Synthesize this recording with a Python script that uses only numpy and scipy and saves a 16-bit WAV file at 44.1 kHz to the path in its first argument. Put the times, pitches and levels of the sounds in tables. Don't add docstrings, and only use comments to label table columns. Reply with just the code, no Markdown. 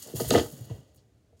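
import sys
import numpy as np
from scipy import signal
from scipy.fft import rfft, irfft, next_fast_len
from scipy.io import wavfile

SR = 44100
rng = np.random.default_rng(int(sys.argv[2]) if len(sys.argv) > 2 else 0)


def volts_from_decibels(level):
    exponent = np.asarray(level, float) / 20
    return 10 ** exponent


def store_pcm(level_fs):
    pcm = np.round(np.clip(level_fs, -1, 1) * 32767).astype(np.int16)
    wavfile.write(sys.argv[1], SR, np.atleast_2d(pcm).T)


N = 61739

# pitch_hz [Hz], level_db [dB], t60_s [s to fall by 60 dB]
BOX_TONES = [(240.3, 5, 0.043), (303, -2.5, .07), (370.5, -1, 0.08), (469.3, 0, 0.085), (621, -4, 0.091),
             (685.2, -4, .06), (810, -4.5, 0.041), (912.4, -6, .06), (1250, -2.5, 0.055), (1500, -6, 0.029),
             (1777, -8.5, 0.07), (1979.4, -8, 0.1), (2920, -2.5, .05), (2987, -9, .05)]


def rms_one(x):
    return x / np.sqrt(np.mean(x ** 2) + 1e-20)


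def at_hz(points, hz):
    table = np.array(points)
    return np.interp(np.log(hz), np.log(table[:, 0]), table[:, 1])


def coloured(x, gain):
    hz = np.maximum(np.fft.rfftfreq(len(x), 1 / SR), 10)
    return irfft(rfft(x) * gain(hz), len(x))


def ring(clicks, hz, t60):
    r = volts_from_decibels(-60 / (t60 * SR))
    w = 2 * np.pi * hz / SR
    return signal.lfilter([0, np.sin(w)], [1, -2 * r * np.cos(w), r * r], clicks + 1e-18)


def click_at(s):
    return 1. * (np.arange(N) == int(s * SR))


def wire(hz):
    # pitch_hz [Hz], width_hz [Hz], level_db [dB]
    wire_tones = [(6760, 400, 0.5), (3250, 250, 0.5), (4500, 500, -0.5), (1907, 120, 3), (2878, 220, 4.5),
                  (2426, 260, -0.5)]
    lines = []
    for mid_hz, width_hz, db in wire_tones:
        lines.append(volts_from_decibels(db) / (1 + (2 * (hz - mid_hz) / width_hz) ** 2))
    return (1 + sum(lines[:-1])) / (1 + lines[-1])


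def patches():
    spread_db, patches_per_s = 3.0, 60
    knots = rng.standard_normal(200)
    wander = np.interp(np.arange(N) / SR * patches_per_s, np.arange(len(knots)), knots)
    return volts_from_decibels(spread_db * wander)


def rattle():
    # start_s [s], level_db [dB], brightness_db [dB], drag_db [dB]
    jostle = [(0, -51.5, 4.5, -65.5), (.05, -50, -2, -59), (.085, -51.5, -0.5, -49), (.145, -54, 1.5, -53),
              (0.16, -45, 9, -44), (.26, -41, 3.5, -55), (.30, -40, 3, -48), (.34, -29.5, -10.5, -24.5),
              (.385, -35, -6, -24.5), (0.429, -43.5, -2, -42), (.465, -49.5, 3, -66),
              (0.531, -55.5, 4, -54), (.66, -57, -4.5, -55.5), (.76, -61, -3.5, -52.5), (.83, -68, -9, -63),
              (0.921, -72, -10.5, -67.5), (1.029, -80.5, -7.5, -71.5), (1.4, -90, -4, -102.5)]
    # pitch_hz [Hz], level_db [dB per Hz]
    coil_colour = [(600, -38.5), (950, -13.5), (1400, -14), (2600, -14), (3300, -10.5), (6000, -9),
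                   (9000, -8), (16500, -9.5)]
    # pitch_hz [Hz], level_db [dB per Hz]
    drag_colour = [(40, -19.5), (90, 0.5), (200, 2.5), (500, 0.5), (750, -5.5), (1000, -16), (2000, -25.5),
                   (4000, -31)]
    touches_per_s, touch_spread_db, touch_cycles = 5000, -0.5, 4.3
    pings_per_s, ping_hz, ping_t60_s, ping_share = 250, 6850, 0.045, 0.31
    sheen_share, hollow_share, bright_from_hz = 0.6, 0.91, 8000

    s, *columns = np.transpose(jostle)
    level, bright, drag = [volts_from_decibels(np.interp(np.arange(N) / SR, s, column)) for column in columns]
    sizes = volts_from_decibels(touch_spread_db * np.minimum(rng.exponential(1, N), 5)) * rng.choice([-1, 1], N)
    touches = sizes * (rng.random(N) < touches_per_s / SR)

    dealt = rng.integers(0, 20, N)
    grains = np.zeros(N)
    for k, hz in enumerate(np.geomspace(900, 17000, 20)):
        grains += ring(touches * (dealt == k), hz, touch_cycles / hz) * hz * patches()

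    mix = rms_one(grains) + sheen_share * rng.standard_normal(N)

    def coil_gain(hz):
        return volts_from_decibels(at_hz(coil_colour, hz)) * wire(hz) * hz ** 4 / (hz ** 4 + 700. ** 4)

    mix = rms_one(coloured(mix, coil_gain))
    ping_clicks = sizes * (rng.random(N) < pings_per_s / SR)
    low_ping = ring(ping_clicks, ping_hz * .97, ping_t60_s)
    high_ping = ring(ping_clicks, ping_hz * 1.03, ping_t60_s)
    mix = mix + ping_share * rms_one(low_ping - high_ping)
    dull = coloured(mix, lambda hz: 1 / (1 + (hz / bright_from_hz) ** 4))

    scuff = rms_one(coloured(touches, lambda hz: volts_from_decibels(at_hz(drag_colour, hz))))
    hollow = rms_one(sum(ring(scuff, hz, t60) * hz for hz, _, t60 in BOX_TONES))
    scuff = rms_one(scuff + hollow_share * hollow)
    return level * (dull + bright * (mix - dull)) + drag * scuff


def claps():
    # start_s [s], level_db [dB], length_s [s], centre_hz [Hz]
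    clap_events = [(0.02, -36, 0.015, 8200), (.045, -47, 0.0045, 7100), (0.069, -42.5, 0.0091, 8100),
                   (0.156, -43, .012, 5040), (0.2012, -29.5, .006, 5000), (0.215, -33, 0.0067, 6093),
                   (0.281, -30.5, .015, 11000), (0.3052, -22.5, 0.0036, 4980), (0.317, -28, 0.0043, 4500),
                   (.325, -30, 0.005, 8000), (0.334, -30, 0.011, 4500), (0.347, -27, 0.021, 2478),
                   (0.374, -29, 0.015, 3504), (0.396, -28.5, 0.0042, 3470), (0.442, -42.5, 0.01, 9400),
                   (0.519, -44, 0.0077, 10000), (0.573, -51, 0.011, 9000), (0.606, -50.5, 0.011, 10000),
                   (0.649, -50.5, 0.0095, 12100), (.696, -55.5, 0.022, 2510), (0.945, -59, .006, 13060),
                   (0.958, -57, 0.0099, 11000), (0.969, -62.5, 0.026, 5020), (1.366, -69, 0.025, 6060),
                   (1.392, -64, 0.011, 6100)]
    octaves, rise_share, spread_db = 1, 0.25, 2.5
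    out = np.zeros(N + SR)
    t = np.arange(4410) / SR
    for s, db, length, centre_hz in clap_events:
        volley = rng.standard_normal(len(t)) * volts_from_decibels(spread_db * rng.standard_normal(len(t)))

        def clap_gain(hz):
            return wire(hz) * np.exp(-(np.log2(hz / centre_hz) / octaves) ** 2)

        swell = np.exp(-t / length) * (1 - np.exp(-t / (rise_share * length)))
        out[int(s * SR):][:len(t)] += volts_from_decibels(db) * rms_one(coloured(volley, clap_gain)) * swell
    return out[:N]


def snap():
    # pitch_hz [Hz], level_db [dB], t60_s
    # [s]
    snap_tones = [(2750, -30, 0.024), (6600, -17.5, 0.012), (7900, -18.5, .008), (10260, -20.5, 0.005)]
    low_snap_tones = [(3736, -24, 0.035), (4116, -22, 0.034), (4640, -25, 0.037)]
    sing_tones = [(1960, -65, 0.61), (2830, -62, 0.31), (3190, -65.5, 0.56), (980, -58, 0.31)]
    snap_s, low_snap_s, landing_s = .3057, .308, .698
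    out = np.zeros(N)
    for s, tones in ((snap_s, snap_tones), (low_snap_s, low_snap_tones)):
        for hz, db, t60 in tones:
            out += volts_from_decibels(db) * ring(click_at(s), hz, t60)
    for hz, db, t60 in sing_tones:
        tremble = rms_one(coloured(rng.standard_normal(N), lambda f: 1 / (1 + (f / 45) ** 2)))
        out += volts_from_decibels(db) * ring(click_at(landing_s), hz, t60) * tremble
    return out


def box():
    # start_s [s], level_db [dB], favoured_hz [Hz]
    knocks = [(.060, -55, 600), (.078, -49, 600), (.098, -53.5, 550), (.135, -35, 350), (.196, -35, 810),
              (0.2, -40.5, 1500), (.2035, -27.5, 480), (.212, -33, 270), (.244, -42, 680), (.294, -38, 380),
              (.3075, -28.5, 1400), (.308, -20.5, 520), (.318, -25.5, 260), (.336, -26, 900),
              (.339, -25, 380), (.347, -25.5, 1900), (.349, -14.5, 468), (.353, -18, 640),
              (.356, -26.5, 1250), (.361, -21.5, 320), (.376, -21, 480), (.378, -28, 1250),
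              (.388, -32, 560), (0.396, -36.5, 1750), (.408, -30, 280), (.430, -45.5, 330),
              (.460, -46.5, 930), (0.699, -44.5, 325), (.708, -43.5, 550), (1.327, -62, 550)]
    spread_db, octaves = 1.0, .6
    contact_cycles, contact_gain = 2.13, 10.94
    s, db, near_hz = np.transpose(knocks)
    out = np.zeros(N)
    for k, (hz, tone_db, t60) in enumerate(BOX_TONES):
        luck_db = spread_db * rng.standard_normal(len(s))
        favour = np.exp(-(np.log2(hz / near_hz) / octaves) ** 2)
        clicks = np.zeros(N)
        clicks[(s * SR).astype(int)] = volts_from_decibels(db + tone_db + luck_db) * favour
        contact = ring(clicks, hz, contact_cycles / hz) * contact_gain * hz / SR
        out += ring(contact, hz, t60) * (-1) ** k
    return out


def thumps():
    # start_s [s], level_db [dB], first_hz [Hz], last_hz [Hz], t60_s [s]
    thump_events = [(.137, -28.5, 296, 123.3, .09), (.170, -32.5, 144, 110, 0.13),
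                    (0.211, -30, 246, 122, 0.14), (.258, -28.5, 151.2, 122.5, .1),
                    (0.294, -26, 158.2, 135, 0.08), (.358, -20, 200, 119, 0.11),
                    (0.37, -32.5, 99.9, 75.7, 0.25), (0.448, -35.5, 150, 91, 0.04),
                    (.521, -37.5, 220, 136, 0.15), (0.601, -31.5, 125, 119, 0.089),
                    (0.654, -43, 120, 111, .12), (0.7, -27.5, 268, 103, 0.14),
                    (.775, -41.5, 141, 130, 0.074), (.970, -50.5, 180.6, 100.2, 0.074),
                    (1.189, -53.5, 128.4, 98.9, 0.13), (.150, -36.5, 74, 69.5, 0.1),
                    (0.253, -33, 71.95, 69, .2), (.720, -42, 80, 70, .2)]
    rise_s, glide_s, roughness = .015, .007, .2
    out = np.zeros(N + SR)
    t = np.arange(SR // 2) / SR
    rise = np.sin(np.pi / 2 * np.minimum(t / rise_s, 1)) ** 2
    for s, db, first_hz, last_hz, t60 in thump_events:
        turns = last_hz * t + (first_hz - last_hz) * glide_s * (1 - np.exp(-t / glide_s))
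        fall = volts_from_decibels(-60 * np.maximum(t - rise_s, 0) / t60)
        out[int(s * SR):][:len(t)] += volts_from_decibels(db) * rise * fall * np.sin(2 * np.pi * turns)
    buzz = rms_one(coloured(rng.standard_normal(N), lambda hz: 1 / (1 + (hz / 200) ** 4)))
    return out[:N] * (1 + roughness * buzz)


def bedroom(x):
    room_t60_s, wall_cut_hz = 0.27, 4400
    size = next_fast_len(N + SR)
    hz = np.fft.rfftfreq(size, 1 / SR)
    echo = 0
    for k, lag in enumerate(rng.uniform(.011, .034, 10)):
        dulling = np.sqrt(1 + (hz / wall_cut_hz) ** 2 * lag / 0.016)
        loop = volts_from_decibels(-60 * lag / room_t60_s) / dulling * np.exp(-2j * np.pi * hz * lag)
        echo = echo + loop / (1 - loop) * (-1) ** k
    return irfft(rfft(x, size) * echo, size)[:N]


def house_quiet():
    # pitch_hz [Hz], level_db [dB per Hz]
    quiet_colour = [(24, -43.5), (40, -11), (107, -5), (164, -18), (300, -19), (624, -25), (910, -37),
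                    (7180, -45), (16500, -57.5)]
    noise = coloured(rng.standard_normal(N), lambda hz: volts_from_decibels(at_hz(quiet_colour, hz)))
    return volts_from_decibels(-62.5) * rms_one(noise)


def scene():
    toy = rattle() + claps() + box() + thumps() + snap()
    room_db = -19
    return (toy + volts_from_decibels(room_db) * bedroom(toy) + house_quiet())[None]


def band_limit(x):
    return signal.sosfilt(signal.butter(12, 16750, fs=SR, output="sos"), x)


def record(dry):
    low_cut = signal.butter(4, 57.4, "high", fs=SR, output="sos")
    top_cut = signal.cheby2(20, 60, 16450, fs=SR, output="sos")
    x = signal.sosfilt(low_cut, dry)
    x = 0.69 * np.tanh(x / .7)
    return band_limit(signal.sosfilt(top_cut, x))


dry = scene()
out = record(dry)
store_pcm(out)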